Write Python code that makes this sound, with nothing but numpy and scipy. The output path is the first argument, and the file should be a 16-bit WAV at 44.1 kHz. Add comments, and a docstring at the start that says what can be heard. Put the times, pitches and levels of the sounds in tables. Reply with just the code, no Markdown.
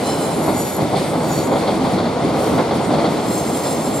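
"""Beside the tracks on a curve, a freight train of tank wagons rolls past.
Rough treads on rough rails lay down a bed of rumble and roar. Loose running gear rattles,
axles knock over the rail joints and the wagon bodies boom on their springs.
On top, flanges grind on the rail: wheel after wheel squeals in its high modes,
sinking in pitch as it goes by."""
import sys
import numpy as np
from scipy import signal
from scipy.fft import rfft, irfft
from scipy.io import wavfile

SR = 44100
rng = np.random.default_rng(int(sys.argv[2]) if len(sys.argv) > 2 else 0)


def pcm_store(signal):
    """Save signal as 16-bit PCM."""
    levels = np.round(np.clip(np.atleast_2d(signal), -1, 1) * 32767)
    wavfile.write(sys.argv[1], SR, levels.astype(np.int16).T)


N = 176400
T = np.arange(N) / SR
BINS = np.maximum(np.fft.rfftfreq(N, 1 / SR), 1)

# Spectra of a dull knock and a brighter clank: f/Hz, level/dB
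KNOCK_SPECTRUM = [(70, -36), (160, -3), (300, -2.5), (520, 4), (800, 0.5), (1200, -11.5), (1800, -29),
                  (5000, -50), (12000, -90)]
CLANK_SPECTRUM = [(500, -17), (900, 7.5), (1350, -2.5), (1750, -7.5), (2150, -3.5), (2900, -19),
                  (12000, -64)]
# Stereo balance: f/Hz, left minus right/dB
PAN = [(600, -0.5), (1300, 0.6), (2200, 2.5), (3300, 4), (4600, -2), (7000, -1.5), (10500, -3.5),
       (13000, -0.5)]


def from_db(db):
    """Decibels to gain."""
    return 10 ** (np.asarray(db) / 20)


def rms_one(x):
    """Scale to unit power."""
    return x / np.sqrt(np.mean(np.abs(x) ** 2) + 1e-20)


def at_hz(points, hz):
    """Read a table on a log-frequency axis."""
    return np.interp(np.log(hz), np.log(np.array(points)[:, 0]), np.array(points)[:, 1])


def drift(rate_hz):
    """Smooth random modulation with a spread of 1."""
    pole = np.exp(-40 * np.pi * rate_hz / SR)  # runs at SR / 20
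    white = rng.standard_normal(N // 20 + 3002)
    slow = signal.lfilter([1], [1, -2 * pole, pole * pole], white)[3000:]
    return np.interp(np.arange(N) / 20, np.arange(len(slow)), rms_one(slow))


def stereo_gains(hz, pan_db):
    """Complex left and right gains for a sound from the track."""
    left_lead = [(100, .02), (500, .15), (1400, .55), (3500, .15), (4500, .45), (6400, 1.25), (7580, 1.9),
                 (8600, 2.5), (9800, 2.8), (10700, 3.3), (11500, 4.9), (15500, 5.8)]  # f/Hz, phase/rad
    half = from_db(pan_db / 2) * np.exp(.5j * at_hz(left_lead, hz))
    return np.array([half, 1 / half])


def spread(pair, colour_db):
    """Two unrelated signals become one coloured stereo sound, wider in the treble; rms 1."""
    likeness = [(30, .95), (60, .99), (150, .975), (350, .9), (700, .86), (1400, .7), (3000, .68),
                (6000, .6), (14000, .58)]  # f/Hz, coherence of left and right
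    alike = np.clip(at_hz(likeness, BINS), 0, 1)
    mid, side = rfft(pair) * from_db(colour_db)
    both = np.sqrt(1 + alike) * mid + np.sqrt(1 - alike) * side * [[1], [-1]]
    return rms_one(irfft(both * stereo_gains(BINS, at_hz(PAN, BINS)), N))


def noise(spectrum):
    """Coloured stereo noise, falling 24 dB per octave above the spectrum's last point."""
    octaves_above = np.maximum(np.log2(BINS / spectrum[-1][0]), 0)
    return spread(rng.standard_normal((2, N)), at_hz(spectrum, BINS) - 24 * octaves_above)


def steel_mode(hz, width_hz):
    """One steel mode stirred at random: a narrow stereo band; rms 1."""
    stir = drift(width_hz) + 1j * drift(width_hz)
    gains = stereo_gains(hz, at_hz(PAN, hz))[:, None]
    return rms_one((gains * stir * np.exp(2j * np.pi * hz * T)).real)


def blows(starts, levels_db, attack_s=0.002, hold_s=0.014, t60_s=0.17):
    """Envelope of a run of hits: each rises, holds and dies away."""
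    envelope = np.zeros(N)
    for start, db in zip(starts, levels_db):
        age = T - start
        decay_db = 60 * np.maximum(age - attack_s - hold_s, 0) / t60_s
        envelope += np.clip(age / attack_s, 0, 1) * from_db(db - decay_db)
    return envelope


def contact(start, end, attack_s, release_s=0.06):
    """Envelope of a rub: builds up to start, holds until end, rings out."""
    return np.exp(-np.maximum(start - T, 0) / attack_s - np.maximum(T - end, 0) / release_s) + 1e-12


def grit(depth_db=0.9, rate_hz=110):
    """Quick uneven gain of steel that sticks and slips; rms 1."""
    return rms_one(from_db(depth_db * drift(rate_hz)))


def rolling():
    """The bed: rough treads on rough rails, in four bands that flutter as the wheels turn."""
    # Fader curves, bass to top: t/s, level/dB
    rumble_fader = [(0.03, -24.5), (0.51, -21), (0.72, -27), (0.83, -22), (1.03, -22), (1.28, -21),
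                    (1.33, -23), (2.01, -19), (2.17, -23), (2.23, -20.5), (2.45, -23.5), (2.54, -16),
                    (2.66, -24.5), (2.9, -18.5), (3.47, -23.5), (3.95, -23.5)]
    roar_fader = [(0, -22), (.45, -20.5), (.7, -24.5), (.85, -22.5), (1.05, -24), (1.2, -21.5), (1.4, -22),
                  (1.6, -22), (2.1, -21.5), (2.55, -18.5), (2.78, -22), (3.05, -20), (3.45, -22.5),
                  (4, -22.5)]
    rail_fader = [(0.02, -34.5), (0.25, -38), (.4, -35.5), (.78, -37.5), (1.0, -34), (1.17, -38.5),
                  (1.33, -35), (1.48, -39), (1.6, -36.5), (2.01, -35.5), (2.17, -37.5), (2.45, -35),
                  (2.68, -36.5), (3.09, -35), (3.3, -36.5), (3.93, -38)]
    sizzle_fader = [(0, -37.5), (.7, -38.5), (.9, -44), (1.02, -36), (1.18, -40), (1.35, -46), (1.65, -40),
                    (2.0, -45.5), (2.2, -50.5), (2.5, -40), (2.68, -45), (2.9, -42.5), (3.05, -43),
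                    (3.25, -40), (3.65, -37), (4, -39)]
    # Their spectra: f/Hz, level/dB
    rumble = [(20, -55), (38, -59), (52, -21), (68, -15), (85, -10.5), (105, -8.5), (155, -1), (205, -2),
              (255, 0), (295, -1), (320, 2.5), (360, -8), (520, -26)]
    roar = [(200, -55), (330, -7.5), (400, 2), (520, 0.5), (720, 0), (900, -4.5), (1150, -9), (1450, -13.5),
            (1800, -26.5), (3000, -31)]
    rail = [(1100, -12), (1700, -0.5), (2100, 5), (2750, -2.5), (3400, 0), (4400, 0.5), (5900, -7.5),
            (7300, -8.5), (10500, -10), (13000, -30), (15500, -37)]
    sizzle = [(4000, -16), (6000, -10), (7000, -2.5), (7600, -4), (8300, 5), (9200, -1), (10400, 2.5),
              (11600, -7), (13000, -10), (15300, -25)]

    def band(spectrum, fader, trim_db, flutter_db, flutter_hz):
        level_db = np.interp(T, *np.transpose(fader)) + trim_db
        return from_db(level_db + flutter_db * drift(flutter_hz)) * noise(spectrum)

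    return (band(rumble, rumble_fader, trim_db=0, flutter_db=1.2, flutter_hz=5.6)
            + band(roar, roar_fader, trim_db=-0.4, flutter_db=0.18, flutter_hz=12)
            + band(rail, rail_fader, trim_db=2.5, flutter_db=0.92, flutter_hz=16)
            + band(sizzle, sizzle_fader, trim_db=0.5, flutter_db=2.2, flutter_hz=13))


def wheel_ring(width_hz=60, swell_db=3.5):
    """Rolling keeps the wheels' modes faintly astir; each comes and goes."""
    modes = [(2050, -50), (3300, -54), (3560, -54), (4300, -55), (6950, -56), (8250, -50)]  # f/Hz, level/dB
    return sum(from_db(db) * rms_one(steel_mode(hz, width_hz) * from_db(swell_db * drift(5.8)))
               for hz, db in modes)


def rattle(hits_per_s=50, decay_s=0.0076):
    """Loose brake gear and couplings clatter in small random hits."""
    sizes = from_db(-np.minimum(rng.exponential(1, N), 4))
    clicks = sizes * (rng.random(N) < hits_per_s / SR)
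    envelope = signal.lfilter([1], [1, -np.exp(-1 / (decay_s * SR))], clicks + 1e-18)
    bursts = envelope * rng.standard_normal((2, N))
    dull = spread(bursts, at_hz(KNOCK_SPECTRUM, BINS))
    bright = spread(bursts[::-1], at_hz(CLANK_SPECTRUM, BINS))
    return from_db(-30.5) * (dull + from_db(-15) * bright)


def rail_joints():
    """Each axle drops over a joint: a dull knock, a clank of the bogie and a ring of the rail."""
    axle_hits = [(.478, -17, -27, -39), (.781, -18, -36, -48), (.928, -16, -42, -42), (.957, -27, -38, -34),
                 (1.132, -21, -37, -44), (1.465, -22, -36, -48), (1.514, -16, -28, -38),
                 (1.555, -21, -31, -42), (1.625, -22, -30, -46), (1.672, -19, -30, -33),
                 (1.847, -16.5, -32, -37), (1.977, -20, -29, -35), (2.05, -28, -32, -40),
                 (2.338, -24, -32, -41), (2.58, -14.8, -25.5, -38), (2.708, -18, -34, -36),
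                 (2.9, -19, -31, -38), (2.937, -20, -33, -42), (2.982, -22, -29, -41),
                 (3.04, -18, -30, -35), (3.652, -19.5, -33, -36)]  # t/s, knock/dB, clank/dB, ring/dB
    rail_modes = [(3290, -1.5), (3540, -1), (3830, -3), (4120, -2.5), (4400, -1), (4750, -5)]  # close modes of the rail head: f/Hz, level/dB
    starts, knock_db, clank_db, ring_db = np.transpose(axle_hits)
    knock = blows(starts, knock_db) * noise(KNOCK_SPECTRUM)
    clank = blows(starts, clank_db) * noise(CLANK_SPECTRUM)
    ring = rms_one(sum(from_db(db) * steel_mode(hz, width_hz=70) for hz, db in rail_modes))
    return knock + clank + blows(starts, ring_db, t60_s=0.3) * ring


def wagon_booms():
    """Wagon bodies boom on their springs: low thumps with a soft attack."""
    booms = [(0.797, -23.5), (1.246, -20), (1.93, -20), (2.235, -18), (2.513, -20), (2.92, -31)]  # t/s, level/dB
    spectrum = [(60, -38), (110, -7), (160, 1.5), (280, -5.5), (380, -7), (800, -21)]  # f/Hz, level/dB
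    return blows(*np.transpose(booms), attack_s=0.01, hold_s=0.022, t60_s=0.2) * noise(spectrum)


def flange_grind():
    """Bright hiss while a flange bears on the rail, and brief scrapes that swell and fade."""
    grinds = [(.06, .32, -44), (.56, 0.74, -42), (1.28, 1.39, -38.5), (3.29, 3.42, -39), (3.5, 3.76, -38.5),
              (3.84, 4, -43)]  # start/s, end/s, level/dB
    scrapes = [(2.44, .065, -36), (2.56, .03, -44)]  # centre/s, half length/s, level/dB
    # Their spectra: f/Hz, level/dB
    grind_spectrum = [(3000, -20), (4600, -3), (5800, -6), (7200, -2), (8700, -2), (10500, -3), (12500, -7),
                      (14800, -6), (15600, -14)]
    scrape_spectrum = [(4000, -30), (5200, -12), (5500, 0), (5900, -9), (7000, -5), (8300, -4), (9000, 3),
                       (9800, -5), (11500, -5), (13300, -11), (15500, -21)]
    grind_power = sum((from_db(db) * contact(start, end, attack_s=0.04)) ** 2
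                      for start, end, db in grinds)
    scrape = sum(from_db(db) * np.exp(-.5 * ((T - centre) / width) ** 2) for centre, width, db in scrapes)
    return grit() * (np.sqrt(grind_power) * noise(grind_spectrum) + scrape * noise(scrape_spectrum))


def wheel_squeal(modes, rubs, in_tune_s, left_lead_s=0, doppler_per_s=0.021):
    """A rubbed wheel: each mode is a wavering tone with a weaker twin and rasp, sinking as it passes."""
    line, rasp = (rms_one(drift(width_hz) + 1j * drift(width_hz)) for width_hz in (10, 130))
    waver_cycles = 8 * np.cumsum(drift(20.05)) / SR  # pitch wavers by about 8 Hz
    swell = from_db(2.5 * drift(3.1))
    active = np.flatnonzero((T > rubs[0][0] - .2) & (T < rubs[-1][1] + .35))
    t = T[active] - in_tune_s
    doppler_time = t - doppler_per_s * t ** 2 / 2
    power = np.array([(from_db(db) * contact(start, end, attack_s=0.035)[active]) ** 2
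                      for start, end, db, *_ in rubs])
    tilt_db, rasp_db = np.transpose(rubs)[3:]
    raspiness = from_db(rasp_db @ power / power.sum(axis=0))
    out = np.zeros((2, N))
    for hz, mode_db, pan_db in modes:
        envelope = np.sqrt(from_db(mode_db + tilt_db * np.log2(hz / 8000)) ** 2 @ power)
        own = (active + rng.integers(N)) % N  # each mode gets its own stretch of the modulation
        split_hz = 65 * rng.uniform(0.609, 2) * rng.choice([-1, 1])
        twin = from_db(-3) * line[own] * np.exp(2j * np.pi * split_hz * t)
        sing = np.exp(2j * np.pi * waver_cycles[own]) + twin
        direct = rms_one(swell[own] * sing + raspiness * rasp[own])
        apart = np.array([own - N // 3, own - N // 2])  # unrelated left and right, for width
        scattered = from_db(-11) * (line[apart] + rasp[apart])
        gains = stereo_gains(hz, pan_db) * np.exp(2j * np.pi * hz * np.array([left_lead_s, 0]))
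        tone = (gains[:, None] * direct + scattered) * np.exp(2j * np.pi * hz * doppler_time)
        out[:, active] += envelope * tone.real
    return grit() * out


def squealing_wheels():
    """The lead: flanges set four wheels squealing in turn; another murmurs, one catches just once."""
    # Wheel modes: f/Hz, level/dB, left minus right/dB
    modes_a = [(2980, 2.5, 7), (4066, 6, 1), (5139, 2.5, 1), (6261, -2, 0), (7322, 9, -4), (8393, 5.5, -4),
               (9584, 6, -4), (10639, 4, -8), (11706, -11, -2), (12782, -14, 4), (13775, -16, 0)]
    modes_b = [(4554, -2, 0), (5705, 0, 2), (6906, 8.5, 2), (8074, 7, -3), (9225, 6, -1), (10357, 1, -8),
               (11472, 7, -2), (12391, -9, 1), (14537, -12, -3)]
    modes_c = [(4489, 4, -1), (5662, -2, -2), (6819, 8.5, -3), (8017, 5.5, -1), (9153, 1, -1),
               (10284, 1, -4), (11394, 5, -8), (12457, -7, 3), (13463, -8, 4), (14500, -11, 0)]
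    modes_d = [(4168, 2, 1), (5231, 3.5, 0), (6400, 3, 3), (7501, 13, 0), (8596, 6, -5), (9777, 7, -7),
               (10824, 2, -6), (11860, -3, -1), (13060, -11, -4), (14050, -13, 0)]
    murmur_modes = [(5200, -5, 0), (8250, 0, -2), (8450, -1, -2), (10300, -5, -4), (11450, -9, -2)]
    catch_modes = [(5700, -5, 0), (6880, 3, 2), (8080, 3, -2), (9250, -3, -1), (10400, -4, -5)]
    # Flange rubs: start/s, end/s, level/dB, tilt/(dB per octave), rasp/dB
    rubs_a = [(.07, .135, -41, -1, -4), (.2, .26, -41, 1, -3), (.31, .37, -45, 8, -4)]
    rubs_b = [(0.45, 0.48, -45, 5, 1), (0.58, 0.625, -38.5, 0, -2), (.67, 0.685, -43, 3, 0),
              (.73, .765, -44.5, 6, -2)]
    rubs_c = [(1.23, 1.26, -49, -7, -1), (1.31, 1.385, -41.5, -1, 1), (1.44, 1.47, -48, 0, -2),
              (1.53, 1.56, -54, 4, -2)]
    rubs_d = [(3.12, 3.2, -56, 3, 0), (3.24, 3.27, -50, 0, 0), (3.325, 3.38, -42, 1, -2),
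              (3.45, 3.5, -46, 1, -1), (3.55, 3.59, -43, 0, -3), (3.66, 3.73, -42.5, 0, -2),
              (3.81, 3.87, -45, 2, -2), (3.95, 4.05, -46, 9, -1)]
    murmur_rubs = [(.97, 1.15, -43.5, 0, 10)]
    catch_rubs = [(2.836, 2.844, -46, 1, 8)]
    in_tune = [.2, .62, 1.36, 3.6]  # when wheels a to d pass through their listed pitch: t/s
    left_leads = [0, 0, -8e-6, -3e-6]  # their extra head start on the left: t/s
    wheels = zip((modes_a, modes_b, modes_c, modes_d), (rubs_a, rubs_b, rubs_c, rubs_d),
                 in_tune, left_leads)
    squeals = sum(wheel_squeal(*wheel) for wheel in wheels)
    catch = wheel_squeal(catch_modes, catch_rubs, in_tune_s=catch_rubs[0][0])
    murmur = wheel_squeal(murmur_modes, murmur_rubs, in_tune_s=murmur_rubs[0][0])
    return squeals + catch + murmur


def scene():
    """The passing wagons: squeals, hits and grinding over the rolling bed."""
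    return (rolling() + squealing_wheels() + rail_joints() + wagon_booms()
            + rattle() + wheel_ring() + flange_grind())


def record(dry):
    """A steep low-pass takes off the very top."""
    cutoff_hz = 15700
    return signal.sosfilt(signal.ellip(10, .1, 90, cutoff_hz, fs=SR, output="sos"), dry)


dry = scene()
out = record(dry)
pcm_store(out)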